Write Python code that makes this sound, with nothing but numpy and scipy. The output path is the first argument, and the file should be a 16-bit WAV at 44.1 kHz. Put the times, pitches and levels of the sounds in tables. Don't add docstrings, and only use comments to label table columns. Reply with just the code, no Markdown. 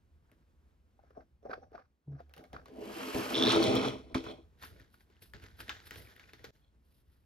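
import sys
import numpy as np
from scipy import signal
from scipy.fft import rfft, irfft, next_fast_len
from scipy.io import wavfile
from scipy.ndimage import map_coordinates

SR = 44100
rng = np.random.default_rng(int(sys.argv[2]) if len(sys.argv) > 2 else 0)


def file_out(sig):
    cols = np.atleast_2d(sig).T
    lim = np.clip(cols, -1, 1)
    pcm = np.round(lim * 32767).astype(np.int16)
    wavfile.write(sys.argv[1], SR, pcm)


N = 319725


# time_s, drag_db, drum_db
PUSH_STROKES = [
    [(2.62, -99, -69.5), (2.754, -78.5, -50.5), (2.848, -66, -43), (3.024, -55, -44.5), (3.126, -55, -47),
     (3.164, -51.5, -26.5), (3.278, -54.5, -42.5), (3.33, -51, -43), (3.368, -49, -37),
     (3.448, -48.5, -29.5), (3.512, -41, -30.5), (3.6, -47.5, -26), (3.638, -44.5, -28),
     (3.706, -48, -27.5), (3.76, -46.5, -27), (3.87, -49.5, -32.5), (3.93, -59.5, -40), (4.05, -77, -58),
     (4.135, -79.5, -49.5)],
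    [(4.15, -48.5, -34), (4.228, -70.5, -51), (4.268, -59, -39.5), (4.306, -62, -42.5), (4.336, -73, -46),
     (4.496, -102.5, -77.5), (4.55, -101, -77)],
]
# time_s, share (0-1)
BARE_TABLE_SHARE = [(0, 0), (3.5, 0), (3.6, 1), (7.25, 1)]
# centre_hz, width_hz, depth (0-1)
ECHO_DIPS = [(1710, 190, 0.6), (2780, 98, 1), (3560, 67, 0), (4870, 170, 0.81)]
# centre_hz, width_hz, level_db
TABLE_MODES = [(86, 100, -14.5), (132, 24, -6), (204, 28, -10), (262.2, 9.1, 2.5), (330.1, 8, 3),
               (372, 90, -10.5), (423, 23, -1), (486.3, 21, -5), (587, 55, -10.5), (652.5, 22, -6.5),
               (765, 64, -14), (1011, 67, -20)]
# centre_hz, width_hz, level_db
STEEL_MODES = [(3330, 190, -1.5), (4130, 730, -6), (5540, 1600, -12), (10770, 400, -21)]
# centre_hz, width_hz, level_db
DRAG_MODES = [(2400, 1400, 4), (3350, 430, 5), (4100, 1000, -4), (5300, 170, -9)]
# frequency_hz, level_db
HISS_SPECTRUM = [(500, -9), (1500, 1.5), (3000, 3), (5000, 5.5), (7500, -0.5), (10500, -1), (13500, -0.5),
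                 (14800, -17), (15600, -45)]
# frequency_hz, level_db
GRIT_SPECTRUM = [(400, -16.5), (800, -3.5), (1300, 0), (1550, -4.5), (1800, -7), (2500, -48.5)]
# centre_hz, width_hz, level_db
SQUEAK_MODES = [(3320, 110, 0), (4200, 120, -7.5), (2510, 80, -7.5)]
# peak_s, rise_s, hold_s, fall_s, level_db
SQUEAK_SWELLS = [(4.3, .09, .002, 0.15, -55.5), (6.62, .06, .06, .06, -81)]
# start_s, level_db, ring_hz, edge_db (edge relative to the slip)
STEEL_SLIPS = [(3.3438, -21.5, 3470, -33), (3.3527, -19, 3460, -31.5), (3.3604, -23.5, 3220, -30),
               (3.3824, -22.5, 3640, -40), (3.3973, -22, 3400, -34.5), (3.411, -22, 3480, -32.5),
               (3.4243, -13.5, 3510, -34), (3.4363, -14.5, 3490, -29.5), (3.442, -23.5, 3510, -29),
               (3.4504, -20, 3700, -29), (3.4605, -21, 3600, -32.5), (3.4693, -15.5, 3660, -32.5),
               (3.4757, -19, 4100, -33.5), (3.4844, -23.5, 3580, -33.5), (3.4925, -20.5, 3620, -32),
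               (3.5019, -21.5, 3640, -36), (3.506, -21.5, 4080, -34), (3.5132, -22, 3580, -31),
               (3.5186, -25.5, 3470, -28.5), (3.5285, -26.5, 3700, -30), (3.5456, -24, 3680, -30.5),
               (3.5539, -23, 3740, -27.5), (3.5636, -28.5, 3300, -27), (3.5695, -26, 3700, -29.5),
               (3.6272, -26, 4300, -16), (3.6401, -25, 3750, -14.5), (3.698, -31, 3350, -28.5),
               (3.7537, -26.5, 3320, -13), (3.766, -23.5, 3330, -22), (3.8844, -29, 3400, -22.5)]
# centre_hz, width_hz, level_db
TIP_MODES = [(3400, 350, -0.5), (4070, 260, -3), (5380, 230, -3.5)]

# start_s, level_db, ring_hz, table_db, crack_db (both relative to level), left_over_right_db
KNOCK_EVENTS = [(.316, -59.5, 587, 6, 4.5, 1), (0.992, -47.5, 766, -22, -30, 4),
                (1.037, -50, 680, -9, -34, 4), (1.106, -47.5, 500, -10, -21, -1),
                (1.171, -36.5, 516, -7.5, -32, 7), (1.217, -45, 630, -28, -30, 4),
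                (1.429, -46.5, 550, -14, -21, -3), (1.454, -27, 554, -19, -46, 0.5),
                (1.496, -27, 520, -30, -34, -2), (1.579, -34.5, 485, -16, -38, -0.5),
                (1.719, -41, 454, -19, -24.5, 3.5), (1.75, -31, 705, -24, -30, 2),
                (1.779, -39, 1170, -29, -25, -8.5), (2.074, -51, 302, 5, -40, -0.5),
                (2.093, -50, 290, 1, -38, 4.5), (2.118, -52, 397, 10, -29, 6),
                (2.204, -35, 690, -14, -19, 1), (2.295, -55, 536, -20, -3.5, -0.5),
                (2.338, -49, 2730, -29, 5, 11.5), (2.365, -47, 470, -28, -1, -1),
                (2.379, -47, 3000, -20, 1.5, 1.5), (2.39, -43, 490, 1.5, -14, 1.5),
                (2.44, -46.5, 2200, -5, -1.5, 0), (2.531, -36.5, 715, 0.5, -4, 2.5),
                (2.658, -41, 1130, -12, -3.5, 0.5), (2.683, -45, 524, -1, -6.5, 3),
                (3.147, -23.5, 441, -0.5, -11, -3), (4.145, -24, 2290, -20, -7, -2.5),
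                (4.149, -21.5, 1040, 3.5, -14, -3.5), (4.241, -33, 447, -16, -5.5, -3.5),
                (4.636, -36.5, 1034, -11, -1.5, 2.5), (4.799, -46, 1810, -3, -3, 3),
                (4.942, -47, 1420, -12, -9, 0.5), (5.101, -52.5, 398, -27, -8.5, 2),
                (5.223, -53.5, 450, -9, 4.5, 3), (5.336, -35.5, 1734, -25, -4.5, 6),
                (5.439, -46, 418, -1.5, 3, -3.5), (5.592, -46.5, 1540, -3, -8, 18),
                (5.604, -34, 1404, -20, -1.5, 1.5), (5.681, -36.5, 1850, -4.5, -4, 2),
                (5.694, -23.5, 3580, -49, -3.5, 5), (5.703, -28.5, 1330, -39, -11, 2),
                (5.717, -40, 1480, -34, -21, -12.5), (5.862, -58, 3800, -11, -5, 12),
                (5.909, -33, 1840, -10, 3.5, 2), (5.937, -42.5, 1900, -23, -4, 1.5),
                (5.959, -40, 428, -24, 2, -3.5), (6.164, -42.5, 1870, -33.5, -3, 5),
                (6.196, -42.5, 2170, -15, -2.5, 4.5), (6.239, -47.5, 2400, -17, -19, 15),
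                (6.292, -46.5, 1740, -24, -9, .5), (6.334, -45.5, 393, -5.5, 3.5, 5.5),
                (6.393, -46, 1900, -23, -8, 6), (6.443, -33.5, 465, -18, -1.5, 2)]
# centre_hz, width_hz, level_db
CRACK_MODES = [(2550, 1100, -1.5)]
# centre_hz, width_hz, level_db
TREBLE_MODES = [(10400, 6900, 4.5)]

# peak_s, rise_s, hold_s, fall_s, rustle_db, sheen_db, thud_db
PACKET_SWELLS = [(4.632, 0.053, 0.0018, 0.14, -50, -57.5, -53), (4.75, 0.29, .002, 0.16, -75.5, -93, -51),
                 (4.808, 0.2, .002, 0.17, -67, -83, -57), (4.94, 0.077, .01, 0.13, -73.5, -74, -73),
                 (5.01, .03, 0.0016, 0.045, -70, -70.5, -73), (5.11, .05, 0.074, 0.082, -76.5, -98, -74),
                 (5.222, .02, 0.0057, .1, -67.5, -60.5, -56), (5.345, .012, .002, .11, -56.5, -87, -45.5),
                 (5.36, .03, 1.16, 0.014, -71, -84, -64), (5.425, 0.032, .002, 0.18, -60, -75, -53.5),
                 (5.605, 0.043, .002, 0.081, -51, -59.5, -46), (5.68, 0.17, .002, .02, -58, -70, -58),
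                 (5.722, 0.027, .002, 0.4, -55.5, -77, -56.5), (5.872, .08, .002, 0.037, -58.5, -58.5, -56),
                 (5.98, 0.21, .002, 0.31, -59, -60.5, -49), (6.12, 0.19, .01, 0.11, -65, -85, -78),
                 (6.235, 0.13, 0.0064, .04, -70, -86, -74), (6.295, 0.04, 0.0029, 0.035, -61, -76, -72),
                 (6.4, .08, 0.023, 0.065, -84, -94, -59), (6.45, 0.028, 0.0017, 0.036, -53.5, -68, -63),
                 (6.47, .02, .036, .008, -71, -87, -53.5), (6.552, 0.03, .002, 0.13, -74.5, -78.5, -64),
                 (6.86, .1, 0.15, 0.053, -89.5, -80.5, -82), (7.12, 0.14, .002, .3, -82, -80.5, -78)]
# frequency_hz, level_db
FILM_SPECTRUM = [(400, -20.5), (800, -5), (1150, -8), (1500, 1), (1900, -2), (2700, -11.5), (3500, -8.5),
                 (4500, -11.5), (7500, -22), (9500, -67.5)]
# frequency_hz, level_db
SHEEN_SPECTRUM = [(5000, 1), (7000, -15.5), (10000, 1), (13000, 0.5), (14500, -5), (15600, -39)]
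# frequency_hz, level_db
THUD_SPECTRUM = [(21, -50), (35, -21), (65, 9.5), (141, -2.5), (202, -9.5), (451, -8), (700, -15.5),
                 (910, -51), (1540, -120)]

# peak_s, rise_s, hold_s, fall_s, dull_db, bright_db
NUDGE_SWELLS = [(.326, 0.18, .002, .045, -78, -74), (.43, 0.13, .002, .03, -96, -85),
                (.99, .03, .15, .05, -75, -82), (1.176, 0.03, .002, .07, -45, -78),
                (1.222, 0.22, .002, .02, -74, -69), (1.435, 0.015, .002, 0.035, -52, -76),
                (1.458, 0.017, .002, 0.038, -42, -60.5), (1.512, 0.044, 0.028, 0.074, -38.5, -55.5),
                (1.631, .04, .002, .065, -48, -72.5), (1.756, 0.055, .002, .1, -47.5, -58.5),
                (1.786, 0.091, .002, .055, -63, -61), (2.11, .012, .09, .03, -65.5, -77),
                (2.204, 0.051, .002, .03, -50, -59), (2.31, 0.11, .02, .02, -70, -83),
                (2.373, 0.032, .07, .08, -55, -66.5), (2.545, 0.043, .01, .13, -49.5, -58.5),
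                (2.66, .04, .002, .2, -72, -76)]
# frequency_hz, level_db
DULL_SPECTRUM = [(150, -29), (230, 1), (350, -5), (500, 5), (620, 3.5), (760, 8), (950, -19.5),
                 (1200, -6.5), (1800, -54)]
# frequency_hz, level_db
BRIGHT_SPECTRUM = [(900, 2), (1200, 10), (1550, 11.5), (1900, -0.5), (2500, -6.5), (3000, -17.5),
                   (4200, -14), (4750, -11), (5100, -16.5), (5700, -16), (6500, -42), (12000, -39),
                   (15500, -37.5)]
# centre_hz, width_hz, level_db
WHISTLE_MODES = [(5700, 570, 0)]

# peak_s, rise_s, hold_s, fall_s, level_db, pitch_hz at the peak, sag_hz_per_s
DRONE_TONES = [(2.083, 0.019, 0.072, .05, -42, 143.3, 70), (2.1, 0.075, .2, 0.2, -59, 73.2, 5.6),
               (2.378, 0.016, .002, 0.11, -60, 155, 5)]

# frequency_hz, t60_s
WALL_DECAY = [(100, 0.18), (1000, 0.061), (10000, 0.44)]
# time_s, level_db
RUMBLE_LEVEL = [(0, -69.5), (.5, -69.5), (1, -69), (1.66, -64.5), (1.9, -73), (2.05, -104), (2.3, -103),
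                (2.56, -53), (2.73, -71), (3.2, -65), (3.55, -59), (4.3, -59), (4.5, -65.5), (5.05, -71),
                (5.57, -59), (6.05, -84), (6.44, -72.5), (7.25, -67.5)]
# frequency_hz, level_db
RUMBLE_SPECTRUM = [(12, -57.5), (20, -26.5), (59, -3), (77, -3.5), (97, -14), (211, -24), (250, -31),
                   (320, -58), (550, -120)]
# time_s, level_db
AIR_LEVEL_CURVE = [(0, -76.5), (.9, -76.5), (1.85, -83), (1.95, -83), (2.1, -80.5), (2.4, -74), (4.4, -73),
                   (6.5, -76), (7.25, -78.5)]
# frequency_hz, level_db
AIR_SPECTRUM = [(71, -34.5), (120, -6), (238, -3), (292, -5.5), (504, -10), (616, -13.5), (1530, -18),
                (1690, -21), (15000, -39)]

# frequency_hz, likeness (0-1)
PORT_LIKENESS = [(40, 1), (200, 0.84), (400, .88), (700, 0.5), (1400, 0.66), (2800, 0.38), (5500, 1),
                 (8000, 0.89), (10000, 0.9), (14000, 1)]
# frequency_hz, lead_rad
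PORT_LEAD = [(300, 0.5), (700, 1.5), (1400, 1.97), (2200, .5), (4700, 1.07), (6300, 1.42), (7700, -13.5),
             (8500, 4), (9400, 0.5), (10600, 7.5), (13400, 6), (15000, 17)]

EDGE_S, TIP_S = 3.335, .03
HISS_DB, HISS_LOSS_DB, HISS_FADE_DB_PER_S = 3.5, 24, 6
STEEL_DB, CHATTER_DB, KICK_DB, CALM_S = -5, 6, 5, 0.31
GRIT_DB, BOOM_DB, BOOM_GAIN_DB = 8.5, -21, 8.5
FINE_DB = 1.5
UPPER_HZ, UPPER_DB = 5550, -16.5
CHATTER_PER_S, CHATTER_SCATTER, CHATTER_TICK_DB = 115, .3, -1
RING_T60_S, TREBLE_DB, TAIL_DB = 0.037, -12, -14
ONSET_CYCLES = 0.51
TREBLE_PER_DB, USUAL_DB = 0.52, -44
WHISTLE_DB, WHISTLE_GROWS = -55.5, .6
OVERTONE = 0.087
BIGGEST = 3
FADE_DB = 30
DIP_S, DIP_LENGTH_S, DIP_DB = 6.508, .014, 14
TOP_HZ = 15790


def push():
    drag, drum = played(PUSH_STROKES)
    since = np.arange(N) / SR - EDGE_S
    past = np.clip(since / TIP_S, 0, 1)
    hiss = drag * amp(HISS_DB - past * (HISS_LOSS_DB + HISS_FADE_DB_PER_S * since))
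    grit = drag * amp(GRIT_DB)
    kick_db = KICK_DB * np.exp(-(since / CALM_S) ** 2)
    steel = drag * amp(STEEL_DB + past * (CHATTER_DB + kick_db))
    boom = drum * amp(BOOM_DB + BOOM_GAIN_DB * past)

    slide = boom * rubbing(twice(TABLE_MODES[:2]), 0.61, 27, grain_db=-7, per_s=180)
    slide += drum * rubbing(modes(TABLE_MODES[2:]), 3.3, 60, grain_db=-5.5, per_s=130)
    slide += hiss * rubbing(colour(HISS_SPECTRUM), 1.8, 200, grain_db=-2.5, per_s=990)
    slide += steel * rubbing(modes(STEEL_MODES), 2.5, 200, grain_db=-6.5, per_s=150)
    slide += grit * rubbing(colour(GRIT_SPECTRUM), 3.0, 150, grain_db=-7, per_s=250)
    slide += amp(6) * drag * rubbing(twice(DRAG_MODES), FINE_DB, 150, grain_db=-8.5, per_s=320)
    slide += swells(SQUEAK_SWELLS)[0] * rubbing(modes(SQUEAK_MODES), 4.1, 90, grain_db=1, per_s=81)
    slide += amp(CHATTER_TICK_DB) * past * steel * chatter()
    slide += steel_slips()

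    bare = curves(BARE_TABLE_SHARE)[0]
    return (1 - bare) * slide + bare * filtered(slide, echo_dips)


def steel_slips():
    slips = np.zeros(N + SR)
    t = np.arange(SR // 50) / SR
    for s, db, hz, edge_db in STEEL_SLIPS:
        fade = amp(-60 * t / 0.009) * (1 - np.exp(-t / 0.00043)) ** 2
        upper = amp(UPPER_DB) * np.sin(2 * np.pi * UPPER_HZ * t)
        ring = fade * (np.sin(2 * np.pi * hz * t) + upper)
        edge = amp(edge_db - 60 * t / 0.007) * rng.standard_normal(len(t))
        slips[round(s * SR):][:len(t)] += amp(db + 6.5) * (ring + edge)
    return filtered(slips[:N], ports)


def chatter():
    gap, size = rng.standard_normal((int(N / SR * 200), 2)).T
    spacing = np.clip(1 + CHATTER_SCATTER * gap, .2, 3)
    at = (np.cumsum(spacing) / CHATTER_PER_S * SR).astype(int)
    ticks = np.bincount(at, amp(3.4 * size), N)[:N]
    return unit(filtered(ticks, lambda f: twice(TIP_MODES)(f) ** 1 * ports(f)))


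def echo_dips(f):
    notches = [1 - np.clip(d, 0, 1) * np.exp(-((f - c) / w) ** 2) for c, w, d in ECHO_DIPS]
    return np.prod(notches, axis=0)


def knocks():
    rings, cracks, trebles = np.zeros((3, 2, N + SR))
    tails, blows = np.zeros((2, N + SR))
    t = np.arange(SR // 4) / SR
    for s, db, hz, table_db, crack_db, pan_db in KNOCK_EVENTS:
        at = slice(round(s * SR), round(s * SR) + len(t))
        sides = amp(db + pan_db / 2 * np.array([[1], [-1]]))
        life = np.clip(RING_T60_S, .004, 36 / hz)
        fade = amp(-60 * t / life) * (1 - np.exp(-t * hz / ONSET_CYCLES))
        tones = np.sin(2 * np.pi * hz * t) + 0.48 * np.sin(2 * np.pi * hz * 0.85 * t)
        rings[:, at] += sides * amp(-5) * fade * tones
        snap = (t == 0) + .4 * amp(-60 * t / .006) * rng.standard_normal(len(t))
        cracks[:, at] += sides * amp(crack_db + 13) * snap
        treble_db = crack_db + TREBLE_DB - TREBLE_PER_DB * (db - USUAL_DB)
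        trebles[:, at] += sides * amp(treble_db) * snap
        tails[at] += amp(db + crack_db + TAIL_DB - 60 * t / 0.11)
        roughness = 1 + 0.32 * rng.standard_normal(len(t))
        blows[at] += amp(db + table_db + 12.5 - 60 * t / 0.013) * roughness
    settle = tails[:N] * rubbing(colour(FILM_SPECTRUM), 2.5, 150, grain_db=-6, per_s=200)
    edges = filtered(cracks[:, :N], modes(CRACK_MODES)) + filtered(trebles[:, :N], twice(TREBLE_MODES))
    return filtered(rings[:, :N] + edges, ports) + filtered(blows[:N], modes(TABLE_MODES)) + settle


def packets():
    rustle, sheen, thud = swells(PACKET_SWELLS)
    film = rubbing(colour(FILM_SPECTRUM), 1.9, 120, grain_db=-3.0, per_s=87)
    film += amp(-6.5) * crackle(2470, cycles=4.0, count=1800)
    gloss = rubbing(colour(SHEEN_SPECTRUM), 2.8, 150, grain_db=-11, per_s=300)
    bumps = rubbing(colour(THUD_SPECTRUM), 0.53, 25, grain_db=-14.0, per_s=14)
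    return rustle * film + amp(-0.5) * sheen * gloss + amp(-3.5) * thud * bumps


def crackle(hz, cycles, count):
    when, pitch, size = rng.random((count, 3)).T
    t = np.arange(256) / SR
    tone = (hz * 2 ** (1.8 * (pitch - .5)))[:, None]
    level = amp(-4 * np.log(size + 0.00057))[:, None]
    grains = level * np.sin(2 * np.pi * tone * t) * np.exp(-tone * t / cycles)
    at = (when * N).astype(int)[:, None] + np.arange(len(t))
    return unit(filtered(np.bincount(at.ravel(), grains.ravel(), N + len(t))[:N], ports))


def nudges():
    dull, bright = swells(NUDGE_SWELLS)
    low = rubbing(colour(DULL_SPECTRUM), 2.3, 60, grain_db=-5.5, per_s=170)
    high = rubbing(colour(BRIGHT_SPECTRUM), 5.7, 120, grain_db=-13.0, per_s=270)
    whistle = rubbing(twice(WHISTLE_MODES), 1.8, 80, grain_db=-7, per_s=180)
    rubs = amp(-3.0) * dull * low + amp(4.0) * bright * high
    return rubs + amp(WHISTLE_DB) * dull ** WHISTLE_GROWS * whistle


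def drone():
    out = np.zeros(N)
    for s, rise, hold, fall, db, hz, sag in DRONE_TONES:
        t = np.arange(N) / SR - s
        phase = 2 * np.pi * (hz * t - sag * t * t / 2)
        swell = swells([(s, rise, hold, fall, db)])[0]
        out += swell * (np.sin(phase) + OVERTONE * np.sin(2 * phase))
    return np.sqrt(2) * out


def walls(x):
    hz, t, z = signal.stft(rng.standard_normal((2, SR // 2)), SR, nperseg=256)
    decay = amp(-60 * t / along(WALL_DECAY, hz)[:, None])
    tail = signal.istft(z * decay, SR, nperseg=256)[1]
    delayed = np.pad(x, ((0, 0), (200, 0)))
    return signal.fftconvolve(delayed, tail / np.linalg.norm(tail[0]), axes=1)[:, :N]


def room_tone():
    rumble = rubbing(colour(RUMBLE_SPECTRUM), 0.79, 9.3, grain_db=-21, per_s=36)
    air = rubbing(colour(AIR_SPECTRUM), .8, 20, grain_db=-30, per_s=60)
    return amp(curves(RUMBLE_LEVEL)[0] + 1) * rumble + amp(curves(AIR_LEVEL_CURVE)[0]) * air


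def rubbing(response, lumpy_db, rate, grain_db, per_s):
    lumps = amp(lumpy_db * wobble(rate) + lumpy_db / 2 * wobble(rate / 8))
    grains = np.zeros(N)
    hit = rng.random(N) < per_s / SR
    grains[hit] = amp(3.64 * np.minimum(rng.exponential(size=N)[hit], BIGGEST))
    force = rng.standard_normal((3, N)) * lumps
    force[0] += amp(grain_db) * unit(grains * np.sign(force[0]) * lumps) * np.std(force[0])
    m = next_fast_len(N + SR // 4)
    f, z = np.fft.rfftfreq(m, 1 / SR), rfft(force, m)
    share = np.clip(along(PORT_LIKENESS, f), 0, 1)
    pair = np.sqrt(share) * ports(f) * z[0] + np.sqrt(1 - share) * z[1:]
    return unit(irfft(pair * response(f), m)[:, :N])


def ports(f):
    return np.exp(.5j * along(PORT_LEAD, f) * np.array([[1], [-1]]))


def modes(table):
    def response(f):
        return sum((-1) ** k * amp(db) * 1j * f * w / (c * c - f * f + 1j * f * w)
                   for k, (c, w, db) in enumerate(table))
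    return response


def twice(table):
    return lambda f: modes(table)(f) ** 2


def colour(points):
    return lambda f: amp(along(points, f)) * (f > points[0][0] / 2)


def filtered(x, response):
    m = next_fast_len(N + SR // 2)
    return irfft(rfft(x, m) * response(np.fft.rfftfreq(m, 1 / SR)), m)[..., :N]


def swells(rows):
    s, rise, hold, fall, *cols = np.transpose(rows)[:, :, None]
    t = np.arange(0, N / SR + .001, .001)
    before = (s - t) / np.abs(rise)
    after = (t - s - np.abs(hold)) / np.abs(fall)
    away = np.maximum(np.maximum(before, after), 0)
    gains = [np.sqrt(np.sum(amp(c - FADE_DB * away) ** 2, axis=0)) for c in cols]
    return [np.interp(np.arange(N) / SR, t, gain) for gain in gains]


def played(tables):
    return sum(gate(rows) * amp(curves(rows)) for rows in tables)


def gate(rows):
    t0, t1 = rows[0][0], rows[-1][0]
    return np.interp(np.arange(N) / SR, [t0 - .004, t0, t1, t1 + .008], [0, 1, 1, 0])


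def curves(rows):
    s, *cols = np.transpose(rows)
    return [np.interp(np.arange(N) / SR, s, c) for c in cols]


def wobble(rate):
    knots = rng.standard_normal(int(N * rate / SR) + 4)
    coarse = map_coordinates(knots, [np.arange(0, N + 16, 16) * rate / SR])
    return np.interp(np.arange(N) / 16, np.arange(len(coarse)), coarse)


def along(points, hz):
    f, v = np.transpose(points)
    return np.interp(np.log(hz + 1), np.log(f + 1), v)


def unit(x):
    return x / np.sqrt(np.mean(x ** 2) + 1e-20)


def amp(db):
    return 10 ** (np.asarray(db) / 20)


def scene():
    hits = knocks()
    things = push() + packets() + nudges() + drone()
    return things + hits + amp(-7.0) * walls(hits) + amp(-10.0) * walls(things) + room_tone()


def record(dry):
    since = np.arange(N) / SR - DIP_S
    depth = np.interp(since, [-.001, 0, DIP_LENGTH_S, 2 * DIP_LENGTH_S], [0, 1, 1, 0])
    return filtered(dry * amp(-DIP_DB * depth), lambda hz: hz < TOP_HZ)


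dry = scene()
out = record(dry)
file_out(out)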